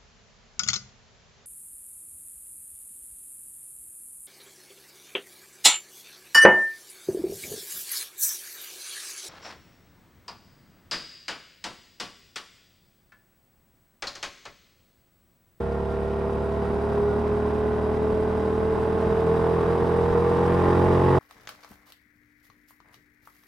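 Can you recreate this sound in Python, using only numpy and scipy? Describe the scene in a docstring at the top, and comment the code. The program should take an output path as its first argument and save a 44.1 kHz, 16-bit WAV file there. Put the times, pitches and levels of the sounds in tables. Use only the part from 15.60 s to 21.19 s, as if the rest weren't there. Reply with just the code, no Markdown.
"""A twin-cylinder engine drones up close, rising as the motorcycle pulls faster into a road tunnel.
The microphone rides on the rider's chest. Two uneven firings a cycle sound through pipe and airbox as
a stack of gliding orders, and torn gas rasps harder as the throttle opens. Close by, valve gear whirrs
and ticks as gated noise, and the chain whines as wavering tones. Around them the tunnel walls return
a swirling echo and a smeared roar, and wind rumbles and buffets right on the microphone."""
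import sys
import numpy as np
from scipy import signal
from scipy.fft import rfft, irfft, next_fast_len
from scipy.io import wavfile
from scipy.ndimage import map_coordinates

SR = 44100
rng = np.random.default_rng(int(sys.argv[2]) if len(sys.argv) > 2 else 0)


def digitize_waveform(pressure):
    """Quantize a signal to 16-bit integers and store it at the path in sys.argv[1].

    Rows of a 2-D input are taken as channels; values are limited to [-1, 1].
    """
    field = np.atleast_2d(pressure).T
    bounded = np.clip(field, -1, 1)
    quanta = np.round(bounded * 32767).astype(np.int16)
    wavfile.write(sys.argv[1], SR, quanta)


N = 246519

# Engine speed; a cycle is two crank turns and two firings. Each row: time in s, cycles a second.
SPEED = [(0.0, 36), (0.25, 36.22), (0.55, 36.33), (0.75, 36.42), (0.95, 36.77), (1.15, 37.08),
         (1.45, 37.44), (1.7, 37.95), (1.95, 38.42), (2.35, 38.9), (2.8, 39.57), (3.2, 40.19),
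         (3.45, 40.65), (3.7, 41.0), (3.95, 41.72), (4.2, 42.25), (4.5, 42.7), (4.75, 43.06), (4.95, 43.68),
         (5.15, 44.52), (5.35, 44.94), (5.59, 45.75)]
# Throttle opening. Each row: time in s, opening from 0 (light cruise) to 1 (wide open).
THROTTLE = [(0, 0.0082), (.6, 0.056), (1.4, 0.22), (2.4, 0.2), (3.1, 0.27), (3.9, 0.62), (4.6, 0.66),
            (5.1, 0.97), (5.59, 1)]
# Resonances of pipe and airbox. Each row: centre in Hz, width in Hz, level in dB at a light cruise,
# gain in dB added at full throttle.
PIPE_MODES = [(75.6, 27, -35.5, 1.5), (90.4, 12.3, -35, 7.5), (113.2, 6.9, -47, 10.5),
              (142.9, 18.3, -25, -3), (164, 22, -37, 21.5), (197.6, 17, -42.5, 10.5),
              (229.7, 29.7, -36.5, -1.5), (271.3, 24, -46.5, 10), (313.8, 32.4, -48, 16.5),
              (380.8, 62, -43.5, 18), (419.5, 36.5, -31, -0.5), (444, 24.3, -36, 6),
              (469.8, 20.8, -43.5, 23), (467, 8.3, -37, -13.5), (509, 9.6, -45, -16), (533, 70, -54.5, 15),
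              (630.4, 42, -48.5, 8.5), (663, 34, -40.5, -0.5), (775, 68, -58.5, 9), (838, 115, -49.5, 13.5),
              (902, 45, -54.5, 15), (1029, 100, -52.5, 13), (1116, 200, -63, 20)]
# Passing walls reinforce or cancel the airbox boom. Each row: time in s, half length in s, change in dB.
SWELLS = [(.1, 0.12, -2.5), (0.593, 0.17, 2), (0.824, 0.012, -4.5), (1.445, .07, 5.5), (1.86, 0.059, -0.5),
          (2.204, 0.067, -1.5), (2.542, 0.14, 4.5), (3.1, .3, 3.5), (3.753, 0.29, 7), (4.27, 0.031, -6),
          (5.072, 0.053, -9), (5.4, .2, 4.5)]
# Colour of the rasp at a light cruise. Each row: frequency in Hz, relative level in dB per Hz.
RASP_CRUISE = [(350, -20), (620, -2), (750, -6.5), (850, -9.5), (950, 0.5), (1080, -0.5), (1280, -7.5),
               (1530, -8.5), (1730, -12.5), (1860, -11.5), (2100, -16), (2700, -21.5), (4000, -38),
               (16000, -89.5)]
# Colour of the rasp with the throttle wide open. 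Each row: frequency in Hz, relative level in dB per Hz.
RASP_OPEN = [(350, -18), (620, 1.5), (740, -4.5), (850, 0.5), (1100, 4.5), (1300, -2.5), (1600, -7.5),
             (1860, -4.5), (2100, -12), (2700, -17), (4000, -33.5), (16000, -78)]
# The chain's whine. Each row: multiple of the tooth rate, level in dB with the chain taut.
WHINE = [(3, -60), (4, -67)]
# Colour of the machinery's hiss. Each row: frequency in Hz, relative level in dB per Hz.
WHIRR = [(1500, -16), (2350, -6), (3100, -2), (3700, -2.5), (4300, -8.5), (5300, -9.5), (6100, -12.5),
         (6700, -18.5), (7400, -15), (8700, -19), (10800, -20), (11400, -22), (13100, -26), (14100, -22.5),
         (15600, -43)]
# Ringing engine metal. Each row: frequency in Hz, width in Hz, relative level in dB.
METAL = [(3843, 110, 5), (4870, 330, 0.5), (8130, 180, -9), (8240, 220, -7.5), (9100, 170, -6.5),
         (9790, 270, -4), (10500, 310, -9)]
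# Ring of the tunnel. Each row: frequency in Hz, time to die by 60 dB in s.
TUNNEL_T60 = [(100, 3.2), (500, 1.3), (2000, 1.5), (10000, 0.42)]
# Colour of the tunnel roar. Each row: frequency in Hz, relative level in dB per Hz.
ROAR = [(70, -13.5), (120, -5), (190, -1), (250, -0.5), (320, -4.5), (380, -3), (430, 1), (480, -2.5),
        (540, -3), (650, -1.5), (750, -8), (900, -10), (1500, -15.5), (5000, -100)]
# Colour of the wind. Each row: frequency in Hz, relative level in dB per Hz.
WIND = [(15, -15), (28, -3.5), (45, 0.5), (70, -2), (110, -11), (250, -7.5), (800, -60.5), (3000, -110)]
# Buffets of wind on the microphone. Each row: start in s, peak in dB before GUST_DB is added.
GUSTS = [(.72, -43), (1.39, -44.5), (2.52, -36), (2.59, -36.5), (3.174, -46), (3.454, -29.5), (3.79, -38),
         (3.91, -40.5), (4.5, -38), (5.11, -41.5), (5.42, -34)]
# Likeness of the two microphone ports. 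Each row: frequency in Hz, left-right likeness.
ALIKE = [(40, 0.19), (300, 0.84), (600, 0.57), (1200, 0.59), (2200, 0.3), (4000, 0.65), (8000, 0.95),
         (13000, 0.58)]
# Colour difference of the two ports. Each row: frequency in Hz, left minus right in dB.
LEAN = [(80, -2.5), (130, 1), (400, -0.9), (650, -3.5), (1200, -1.1), (2300, -0.5), (4400, 0), (9000, -0.3)]

# shares of a cycle: start to first firing, first firing to second, intake rush ahead of exhaust puff
FIRST_FIRING, SECOND_FIRING, INTAKE_LEAD = .256, 3 / 8, .2
FIRING_ORDER, BOOM_ORDER = 2, 11  # multiples of the cycle rate
MOUTH_HZ = 55  # the pipe's mouth radiates little below this
# a dull intake gulp: pitch and width in Hz, strength in dB beside an exhaust pulse
GULP_HZ, GULP_WIDTH_HZ, GULP_DB = 150, 180, 4
# the first gulp's lead on the first firing (share of a cycle), and the second gulp's relative strength
GULP_LEAD, SECOND_GULP = .332, .2
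# above the boom the pipe drags each pulse into a short upward chirp: delay per order (share of a cycle)
DISPERSION = .0105
# levels in dB at a light cruise, and dB gained at full throttle
RASP_DB, RASP_PULL_DB = -43, 10.5
MACHINE_DB, MACHINE_PULL_DB = -59, 8
CHAIN_ORDER = 12.8  # sprocket teeth passing per engine cycle
SLACK_DB, SLACK_THROTTLE = 9.5, 0.41  # a slack chain whines louder, until about this throttle pulls it taut
SMEAR_RATE = 45.24  # pace of the Doppler smear on the wall echoes (knots a second)
WALL_HISS_DB = 2  # rise of the whirr per unit of tunnel enclosure
# breeze level at the starting speed, and its rise in dB for each added engine cycle a second
BREEZE_DB, BREEZE_RISE_DB = -46, 0.82
GUST_RISE_S, GUST_DB = 0.017, 3
TOP_HZ = 15720  # band limit


def amp(db):
    """Decibels to gain."""
    return 10 ** (np.asarray(db) / 20)


def unit(x):
    """Scale to rms 1."""
    return x / np.sqrt(np.mean(np.abs(x) ** 2) + 1e-20)


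def along(points, hz):
    """Read (Hz, value) points on a log frequency axis."""
    f, v = np.transpose(points)
    return np.interp(np.log(hz + 1), np.log(f + 1), v)


def curve(rows):
    """Join (s, value) rows into one value per sample."""
    s, values = np.transpose(rows)
    return np.interp(np.arange(N) / SR, s, values)


def wobble(rate):
    """A smooth random curve, rate knots a second."""
    steps = np.linspace(0, N, 2048)
    coarse = map_coordinates(rng.standard_normal(1024), [steps * rate / SR], mode="wrap")
    return np.interp(np.arange(N), steps, coarse)


def filtered(x, response):
    """Multiply the spectrum of x by a response of frequency."""
    m = next_fast_len(N + SR // 2)
    return irfft(rfft(x, m) * response(np.fft.rfftfreq(m, 1 / SR)), m)[..., :N]


def coloured(x, spectrum):
    """Shape x by (Hz, dB) points and scale to rms 1."""
    return unit(filtered(x, lambda hz: amp(along(spectrum, hz))))


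def resonance(hz, centre, width):
    """Complex response of one damped mode."""
    return 1j * hz * width / (centre ** 2 - hz ** 2 + 1j * hz * width)


def spread(pair):
    """Mix two unrelated signals as two close microphone ports hear them."""
    def weights(hz):
        turn = np.arccos(np.clip(along(ALIKE, hz), -1, 1)) / 2
        return np.array([np.cos(turn), np.sin(turn)])
    mid, side = filtered(pair, weights)
    return np.array([mid + side, mid - side])


def noise():
    """Stereo white noise, as alike at the two ports as ALIKE says."""
    return spread(rng.standard_normal((2, N)))


def exhaust(cycle, speed, throttle, second=0.86, second_fade=0.47, blur_order=27, scatter=0.73,
            jitter=0.0009, swirl=0.099, swirl_top=0.18, count=30):
    """Two uneven firings a cycle make orders that climb through the pipe's modes; wall echoes swirl each."""
    note = np.zeros((2, N))
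    t = np.arange(N) / SR
    slow = slice(None, None, 256)
    swell = amp(sum(db * np.exp(-((t - s) / length) ** 2) for s, length, db in SWELLS))
    # the wider the throttle, the more the echoes swirl
    unrest = swirl_top * (0.5 + 0.6 * throttle)
    # under load each firing comes a little early or late
    cycle = cycle + jitter * throttle * wobble(85)
    for k in range(1, count + 1):
        # the second firing adds to some orders and cancels others, less so under load and in top orders
        late = np.exp(-2j * np.pi * k * SECOND_FIRING)
        second_level = (second - second_fade * throttle[slow]) * np.exp(-(k / blur_order) ** 8)
        pair = abs(1 + second_level * late)
        gain = np.interp(t, t[slow], pair * pipe(k * speed[slow], throttle[slow]))
        if k == BOOM_ORDER:
            gain = gain * swell
        # pulses and the gulps ahead of them set each order's phase; reflections scatter the top ones
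        gulp = amp(GULP_DB) * resonance(k * speed.mean(), GULP_HZ, GULP_WIDTH_HZ)
        gulps = gulp * (1 + SECOND_GULP * late) * np.exp(2j * np.pi * k * GULP_LEAD)
        lag = np.angle(1 + late - gulps) + scatter * (k / count) ** 2 * rng.standard_normal()
        chirp = np.pi * DISPERSION * max(k - BOOM_ORDER, 0) ** 2
        angle = 2 * np.pi * k * cycle + lag - chirp
        direct, shifted = np.cos(angle), np.sin(angle)
        echo = lambda rate: wobble(rate) * direct + wobble(rate) * shifted
        # the higher the order, the less of it stays a clean line
        depth = swirl + unrest * (k / count) ** 2
        if k in (FIRING_ORDER, BOOM_ORDER):
            depth = depth * .55
        mid = direct + depth * echo(8 + 1.1 * k)
        side = 0.77 * depth * echo(2.88)
        note += gain * np.sqrt(2) * np.array([mid + side, mid - side])
    return note


def pipe(hz, throttle):
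    """Gain of pipe and airbox; opening the throttle raises or lowers each resonance by its own amount."""
    power = 0
    for centre, width, db, pull_db in PIPE_MODES:
        mode = amp(db + pull_db * throttle) / (1 + (2 * (hz - centre) / width) ** 2)
        power = power + mode ** 2
    return np.sqrt(power / (1 + (MOUTH_HZ / hz) ** 10))


def puffs(cycle, sharpness, second=1):
    """A gate that opens at each firing, a little differently every time."""
    bump = lambda at: np.exp(sharpness * (np.cos(2 * np.pi * (cycle - at)) - 1))
    return unit((bump(0) + second * bump(SECOND_FIRING)) * amp(0.67 * wobble(80)))


def rasp(cycle, throttle, buzz_db=-6.5, intake=0.96):
    """Gas tears through intake and pipe in four puffs a cycle; part repeats as a buzz, and load recolours it."""
    # one random shape, repeated every cycle
    shape = rng.standard_normal(512)
    buzz = map_coordinates(shape, [cycle % 1 * len(shape)], mode="wrap")
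    buzz = filtered(buzz, lambda hz: 1 - 1 / (1 + (hz / 1200) ** 8))
    share = np.clip(0.48 + 0.24 * throttle ** 2, 0, 1)  # of the gas that comes in puffs
    exhaust_puffs = puffs(cycle, sharpness=7.8)
    intake_puffs = puffs(cycle + INTAKE_LEAD, sharpness=8.1)
    gate = 1 - share + share * unit(exhaust_puffs + intake * intake_puffs)
    gas = gate * (noise() + buzz * amp(buzz_db + 1.5 * wobble(8)))
    load = np.clip(throttle, 0, 1) ** 2
    return (1 - load) * coloured(gas, RASP_CRUISE) + load * coloured(gas, RASP_OPEN)


def chain(cycle, throttle):
    """Links meshing with the sprocket whine unsteadily, most while the chain is slack."""
    slack_db = SLACK_DB * np.exp(-abs(throttle) / SLACK_THROTTLE)
    whine = 0
    for multiple, db in WHINE:
        angle = 2 * np.pi * round(multiple) * CHAIN_ORDER * cycle + 2.3 * wobble(42)
        whine = whine + amp(db + slack_db + 2.5 * wobble(12)) * unit(np.sin(angle))
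    return whine


def machinery(cycle, metal_db=-7, clatter=0.073, flutter_db=0.85, wheel_ratio=0.28):
    """Valve gear and chain: a fluttering hiss, and ticks that ring the engine's metal."""
    clattering = noise() * (1 + clatter * puffs(cycle, sharpness=3.5))
    hiss = coloured(clattering * amp(1.1 * wobble(150)), WHIRR)
    ticks = noise() * (3.1 + puffs(cycle, sharpness=5.5)) * amp(wobble(25))
    ring = filtered(ticks, lambda hz: sum(amp(db) * resonance(hz, c, w) ** 2 for c, w, db in METAL))
    # the chain tightens and slackens once per turn of the rear wheel
    wheel = np.sin(2 * np.pi * wheel_ratio * cycle + wobble(1.9))
    flutter = flutter_db * wheel + 0.21 * wobble(21)
    return unit(hiss + amp(metal_db) * unit(ring)) * amp(flutter)


def valves(cycle, tick_db=-61):
    """Valves snap shut in short, uneven ticks of noise."""
    snaps = puffs(cycle + INTAKE_LEAD, sharpness=160) * amp(6 * np.tanh(wobble(70)))
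    colour = [(700, -21.0), (1600, 8), (2600, 1.0), (5000, -11.5), (12000, -27.5)]
    return amp(tick_db) * coloured(snaps * noise(), colour)


def tunnel(x):
    """The concrete tube rings on as decaying noise, longest in the bass."""
    hz, t, z = signal.stft(rng.standard_normal((2, SR)), SR, nperseg=256)
    decay = amp(-60 * t / along(TUNNEL_T60, hz)[:, None])
    tail = signal.istft(z * decay, SR, nperseg=256)[1]
    tail = tail / np.linalg.norm(tail[0])
    return spread(signal.fftconvolve(x.mean(axis=0)[None], tail, axes=1)[:, :N])


def wall_echo(engine):
    """The walls return little of the deep firing note, and the motion smears its pitch."""
    returned_db = [(90, -36.0), (200, -21.5), (450, -17.5), (1000, -13.0)]
    returned = filtered(engine, lambda hz: amp(along(returned_db, hz)))
    return tunnel(returned) * wobble(SMEAR_RATE)


def tunnel_roar(throttle):
    """Tyre and engine noise, smeared by the walls into a roar that swells with the throttle."""
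    return amp(-34.0 + 4.6 * throttle + 0.39 * wobble(16.0)) * coloured(noise(), ROAR)


def wind(speed, unrest_db=1.5):
    """An uneven rumble that grows with speed, and buffets that rise fast and die away."""
    t = np.arange(N) / SR
    breeze = amp(BREEZE_DB + BREEZE_RISE_DB * (speed - speed[0]) + unrest_db * wobble(25))
    buffet = lambda age: age * np.exp(1 - age)
    gusts = sum(amp(db + GUST_DB) * buffet(np.maximum(t - s, 0) / GUST_RISE_S) for s, db in GUSTS)
    # both ports feel nearly the same pressure
    air = rng.standard_normal(N) + .25 * rng.standard_normal((2, N))
    return np.hypot(breeze, gusts) * coloured(air, WIND)


def scene():
    """The engine close to the chest, the tunnel closing in around it, and wind at the microphone."""
    speed, throttle = curve(SPEED), curve(THROTTLE)
    cycle = np.cumsum(speed) / SR - FIRST_FIRING
    engine = exhaust(cycle, speed, throttle) + chain(cycle, throttle)
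    engine = engine + amp(RASP_DB + RASP_PULL_DB * throttle) * rasp(cycle, throttle)
    whirr = amp(MACHINE_DB + MACHINE_PULL_DB * throttle) * machinery(cycle) + valves(cycle)
    # how far the tunnel encloses the rider, 1 at the end
    inside = curve([(0, 0.41), (.4, 0.59), (.9, 0.88), (1.4, 0.9), (5.59, 1)])
    walls = inside * (wall_echo(engine) + tunnel_roar(throttle))
    whirr = whirr * amp(WALL_HISS_DB * (inside - 0.73))
    return engine + walls + whirr + wind(speed)


def record(dry):
    """The two ports differ a little in colour; soft ends, and nothing above the band limit."""
    ends = signal.windows.tukey(N, .002)
    ports = lambda hz: amp(np.outer([.5, -.5], along(LEAN, hz))) * (hz < TOP_HZ)
    return filtered(dry * ends, ports)


dry = scene()
out = record(dry)
digitize_waveform(out)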